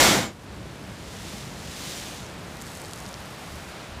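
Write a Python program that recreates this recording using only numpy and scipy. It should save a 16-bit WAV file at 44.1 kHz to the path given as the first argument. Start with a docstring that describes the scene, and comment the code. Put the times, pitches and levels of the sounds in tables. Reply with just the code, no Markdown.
"""A sudden rush of air and spray from a blowhole in a rocky shore, venting through its holed cap.
The sea cave booms as it empties; the pressure runs out and a thin whistle sinks with it. Below, surf
rumbles, thuds and washes on. The thrown water comes down as two showers of fine spray, then as heavy
drops on the rock near the microphone, while the next wave breaks and fizzes. Mono, straight ahead."""
import sys
import numpy as np
from scipy import signal
from scipy.fft import rfft, irfft
from scipy.io import wavfile
from scipy.ndimage import uniform_filter1d

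SR = 44100
rng = np.random.default_rng(int(sys.argv[2]) if len(sys.argv) > 2 else 0)


def master(y):
    """Save y as 16-bit WAV."""
    cut = np.clip(np.atleast_2d(y).T, -1, 1)
    pcm = np.round(cut * 32767)  # scale
    wavfile.write(sys.argv[1], SR, pcm.astype(np.int16))


N = 176400
T = np.arange(N) / SR

# The jet as its pressure runs out: time_s, level_db
JET_LEVEL = [(0, -13), (.06, -15), (.12, -18), (.18, -22.5), (.24, -29), (.28, -36.5), (.32, -46),
             (.38, -68)]
# Spectrum of the rushing air: frequency_hz, relative_db
JET_SPECTRUM = [(25, -18), (70, -2.5), (130, -2.5), (230, -3.5), (330, 2.5), (440, -3), (550, 0),
                (800, -.5), (1050, -3.5), (2000, -3.5), (2750, -8), (3200, -4), (4300, -6.5), (7000, -8.5),
                (8200, -11.5), (11000, -16), (15500, -22)]
# Resonant peaks in the rushing air: cavity tones, plus the microphone's bright presence near 7.3 kHz:
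# pitch_hz, width_hz, relative_db
JET_PEAKS = [(586, 250, -18), (2166, 170, -13.5), (3540, 300, -18.5), (5800, 250, -19.5),
             (7330, 480, -16.5)]
# Showers of fine spray landing: peak_s, rise_s, fall_s, level_db
SPRAY_SHOWERS = [(1.32, 0.22, 0.14, -42), (1.93, 0.21, 0.2, -37)]
# Spectrum of the landing spray: frequency_hz, relative_db
SPRAY_SPECTRUM = [(400, 1.5), (1000, -5.5), (2000, -2.5), (3700, .5), (5500, -1.5), (7300, -2),
                  (8300, -5.5), (10000, -8), (15500, -17)]
# Heavy drops on the near rock: start_s, level_db, centre_hz
HEAVY_DROPS = [(2.2652, -29, 6000), (2.2986, -33, 5500), (2.5705, -28, 8000), (2.6159, -24, 7000),
               (2.6215, -23, 8000), (2.6753, -27, 6700), (2.7525, -27, 7500), (2.7725, -27, 5000),
               (2.8169, -24, 7000), (2.8489, -26, 4500), (2.9112, -26, 6900), (2.9342, -21, 6500),
               (2.9591, -29, 9000), (2.9766, -28, 5600), (3.003, -28, 8500), (3.0634, -25, 5000),
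               (3.0908, -26, 6500), (3.1292, -27, 8500), (3.1417, -22, 5500), (3.204, -31, 7000)]
# Deep rumble under the waves: time_s, level_db
RUMBLE_LEVEL = [(0, -44), (.42, -47.5), (.51, -39.5), (.9, -42), (1.35, -40), (2.0, -43), (2.7, -42.5),
                (3.1, -43.5), (3.99, -46)]
# Spectrum of the rumble: frequency_hz, relative_db
RUMBLE_SPECTRUM = [(20, -41), (38, -7), (65, 1), (130, 2), (210, -2.5), (330, -6), (600, -15.5),
                   (1500, -46)]
# Wash of foam on the waves: time_s, level_db
WASH_LEVEL = [(0, -55), (.38, -49), (.55, -45), (1.0, -44), (1.7, -43.5), (2.4, -42.5), (3.2, -41.5),
              (3.85, -41), (4, -42)]
# Spectrum of the wash: frequency_hz, relative_db
WASH_SPECTRUM = [(100, -6), (300, -4.5), (600, 0), (1100, -3.5), (2200, -7.5), (4000, -12), (7000, -19.5),
                 (10000, -25), (15500, -42.5)]
# Waves thudding against the rock: peak_s, level_db
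WAVE_THUDS = [(.62, -45), (2.23, -45), (2.65, -45), (3.54, -41.5), (3.95, -42.5)]
# Foam fizzing on the rocks: time_s, level_db
FIZZ_LEVEL = [(0, -62.5), (.9, -57), (1.5, -93), (2.4, -56), (2.7, -50), (3.0, -53.5), (3.3, -52.5),
              (3.52, -50), (4, -59.5)]
# Spectrum of the bursting bubbles: frequency_hz, relative_db
FIZZ_SPECTRUM = [(1500, -49), (4000, -1), (7500, 0.5), (11000, -3.5), (15500, -10)]


def jet():
    """Turbulent air and water, coloured by cavity and microphone; the hiss dulls as pressure falls."""
    dulling, pivot_hz, flutter_db = 0.092, 1440, 0.2  # dulling: dB per octave for each dB lost
    rush = colour(noise(), JET_SPECTRUM)
    peaks = sum(undb(db) * unit(resonate(noise(), hz, 1.5 * width)) for hz, width, db in JET_PEAKS)
    level_db = curve(JET_LEVEL)
    below_peak_db = level_db - level_db.max()
    flow = np.zeros(N)
    for hz, band in octaves(unit(rush + peaks)):
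        tilt_db = dulling * below_peak_db * np.log2(max(hz, 125) / pivot_hz)
        flow += band * undb(tilt_db + flutter_db * wander(60))
    return flow * undb(level_db)


def cave_boom():
    """The emptying cave answers with a low hollow note that outlasts the hiss."""
    air = unit(resonate(noise(), hz=193, width_hz=79))
    return air * undb(-27) * swell(peak_s=.15, width_s=.071)


def whistle():
    """The last air whistles unsteadily over the edge of a hole, sinking as it slows."""
    peak_s, pitch_hz, sag_hz_per_s, wobble_hz = .26, 7320, 9500, 90
    hz = np.maximum(pitch_hz - sag_hz_per_s * (T - peak_s) + wobble_hz * wander(700), 0)
    tone = np.sqrt(2) * np.sin(2 * np.pi * np.cumsum(hz) / SR)
    return tone * undb(-44 + 1.5 * wander(200)) * swell(peak_s, width_s=.021)


def spray():
    """Clouds of droplets come down on rock and sea."""
    showers = sum(undb(db) * swell(peak_s, np.where(T < peak_s, rise_s, fall_s))
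                  for peak_s, rise_s, fall_s, db in SPRAY_SHOWERS)
    droplets = colour(impacts(per_s=9000, scatter_db=2.5), SPRAY_SPECTRUM)
    return droplets * showers * undb(.35 * wander(24.7))


def drops():
    """Close to the microphone, heavy drops slap the rock amid a patter of lighter ones."""
    splat_s, relative_width, patter_hz, film_hz = .00035, 1.2, 6900, 11900
    splat = np.exp(-T[:512] / splat_s)
    heavy = np.zeros(N)
    for start_s, db, hz in HEAVY_DROPS:
        slap = resonate(rng.standard_normal(len(splat)) * splat, hz, relative_width * hz)
        start = int(start_s * SR)
        heavy[start:start + len(slap)] += undb(db) * slap / np.abs(slap).max()
    landings = np.abs(impacts(per_s=450, scatter_db=1.8))
    light_splats = np.convolve(landings, splat)[:N] * noise()
    patter = unit(resonate(light_splats, patter_hz, relative_width * patter_hz))
    falling = uniform_filter1d(1. 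* ((T > 2.6) & (T < 3.1)), size=2000)
    water_film = signal.butter(2, film_hz, fs=SR)  # water on the rock softens every slap
    return signal.lfilter(*water_film, heavy + undb(-51.5) * falling * patter)


def surf():
    """Down below, air pockets rumble under the waves and ring the cave; the foam swells and flickers."""
    rumble = flicker(colour(noise(), RUMBLE_SPECTRUM), depth_db=.1, per_s=15)
    cave = undb(-9.5) * unit(resonate(noise(), hz=188, width_hz=47))
    wash = flicker(colour(noise(), WASH_SPECTRUM), depth_db=.4, per_s=18)
    wash_db = curve(WASH_LEVEL) + .15 * wander(6)
    return (rumble + cave) * undb(curve(RUMBLE_LEVEL)) + wash * undb(wash_db)


def thuds():
    """Waves trap air against the rock with dull thuds."""
    air = unit(resonate(noise(), hz=75, width_hz=82))
    return air * sum(undb(db) * swell(peak_s, width_s=.043) for peak_s, db in WAVE_THUDS)


def fizz():
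    """Small bubbles burst in the foam on the rocks."""
    bubbles = colour(impacts(per_s=4000, scatter_db=3), FIZZ_SPECTRUM)
    return bubbles * undb(curve(FIZZ_LEVEL))


def undb(db):
    """Decibels to gain."""
    return 10 ** (np.asarray(db) / 20)


def unit(x):
    """Scale to rms 1."""
    return x / np.sqrt(np.mean(x ** 2) + 1e-18)


def curve(rows):
    """Join (time_s, value) rows by straight lines."""
    return np.interp(T, *np.array(rows).T)


def swell(peak_s, width_s):
    """A bell-shaped rise and fall, 1 at its peak."""
    return np.exp(-((T - peak_s) / width_s) ** 2 / 2)


def noise():
    """White noise."""
    return rng.standard_normal(N)


def impacts(per_s, scatter_db):
    """Random tiny impacts: many weak, a few strong."""
    size = undb(scatter_db * np.minimum(rng.exponential(size=N), 5))
    return (rng.random(N) < per_s / SR) * size * np.sign(noise())


def wander(per_s):
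    """Random steps smoothed twice into a drift with a spread near 1."""
    hold = int(SR / per_s)
    steps = np.repeat(noise()[:N // hold + 1], hold)
    return 1.3 * uniform_filter1d(uniform_filter1d(steps, hold), hold)[:N]


def colour(x, spectrum):
    """Shape x by (frequency_hz, relative_db) rows, rolled off beyond both ends, at rms 1."""
    hz, db = np.array(spectrum).T
    bin_hz = np.maximum(np.arange(N // 2 + 1) * SR / N, 1)
    skirt = 1 / np.sqrt((1 + (hz.min() / 2 / bin_hz) ** 4) * (1 + (bin_hz / 2 / hz.max()) ** 4))
    gain = undb(np.interp(np.log(bin_hz), np.log(hz), db))
    return unit(irfft(rfft(x) * skirt * gain, N))


def resonate(x, hz, width_hz):
    """Two passes through a resonance, each width_hz wide with gain 1 at its centre."""
    peak = signal.iirpeak(hz, hz / width_hz, fs=SR)
    return signal.lfilter(*peak, signal.lfilter(*peak, x))


def octaves(x):
    """Split x into (centre_hz, band) pairs: overlapping octaves that add up to x."""
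    centres = 31.25 * 2 ** np.arange(10)
    bin_hz, spectrum = np.arange(N // 2 + 1) * SR / N, rfft(x)
    return [(hz, irfft(spectrum * np.interp(bin_hz, centres, share), N))
            for hz, share in zip(centres, np.eye(len(centres)))]


def flicker(x, depth_db, per_s):
    """Let each octave of x waver in level on its own; the sum has rms 1."""
    return unit(sum(band * undb(depth_db * wander(per_s)) for _, band in octaves(x)))


def scene():
    """Blowhole, falling water and sea lie straight ahead of the microphone, alike in both channels."""
    shore = jet() + cave_boom() + whistle() + spray() + drops() + surf() + thuds() + fizz()
    return np.tile(shore, (2, 1))


def record(dry):
    """The recorder cuts the top treble steeply."""
    top_hz = 15400
    return signal.sosfilt(signal.ellip(10, .2, 80, top_hz, fs=SR, output="sos"), dry)


dry = scene()
out = record(dry)
master(out)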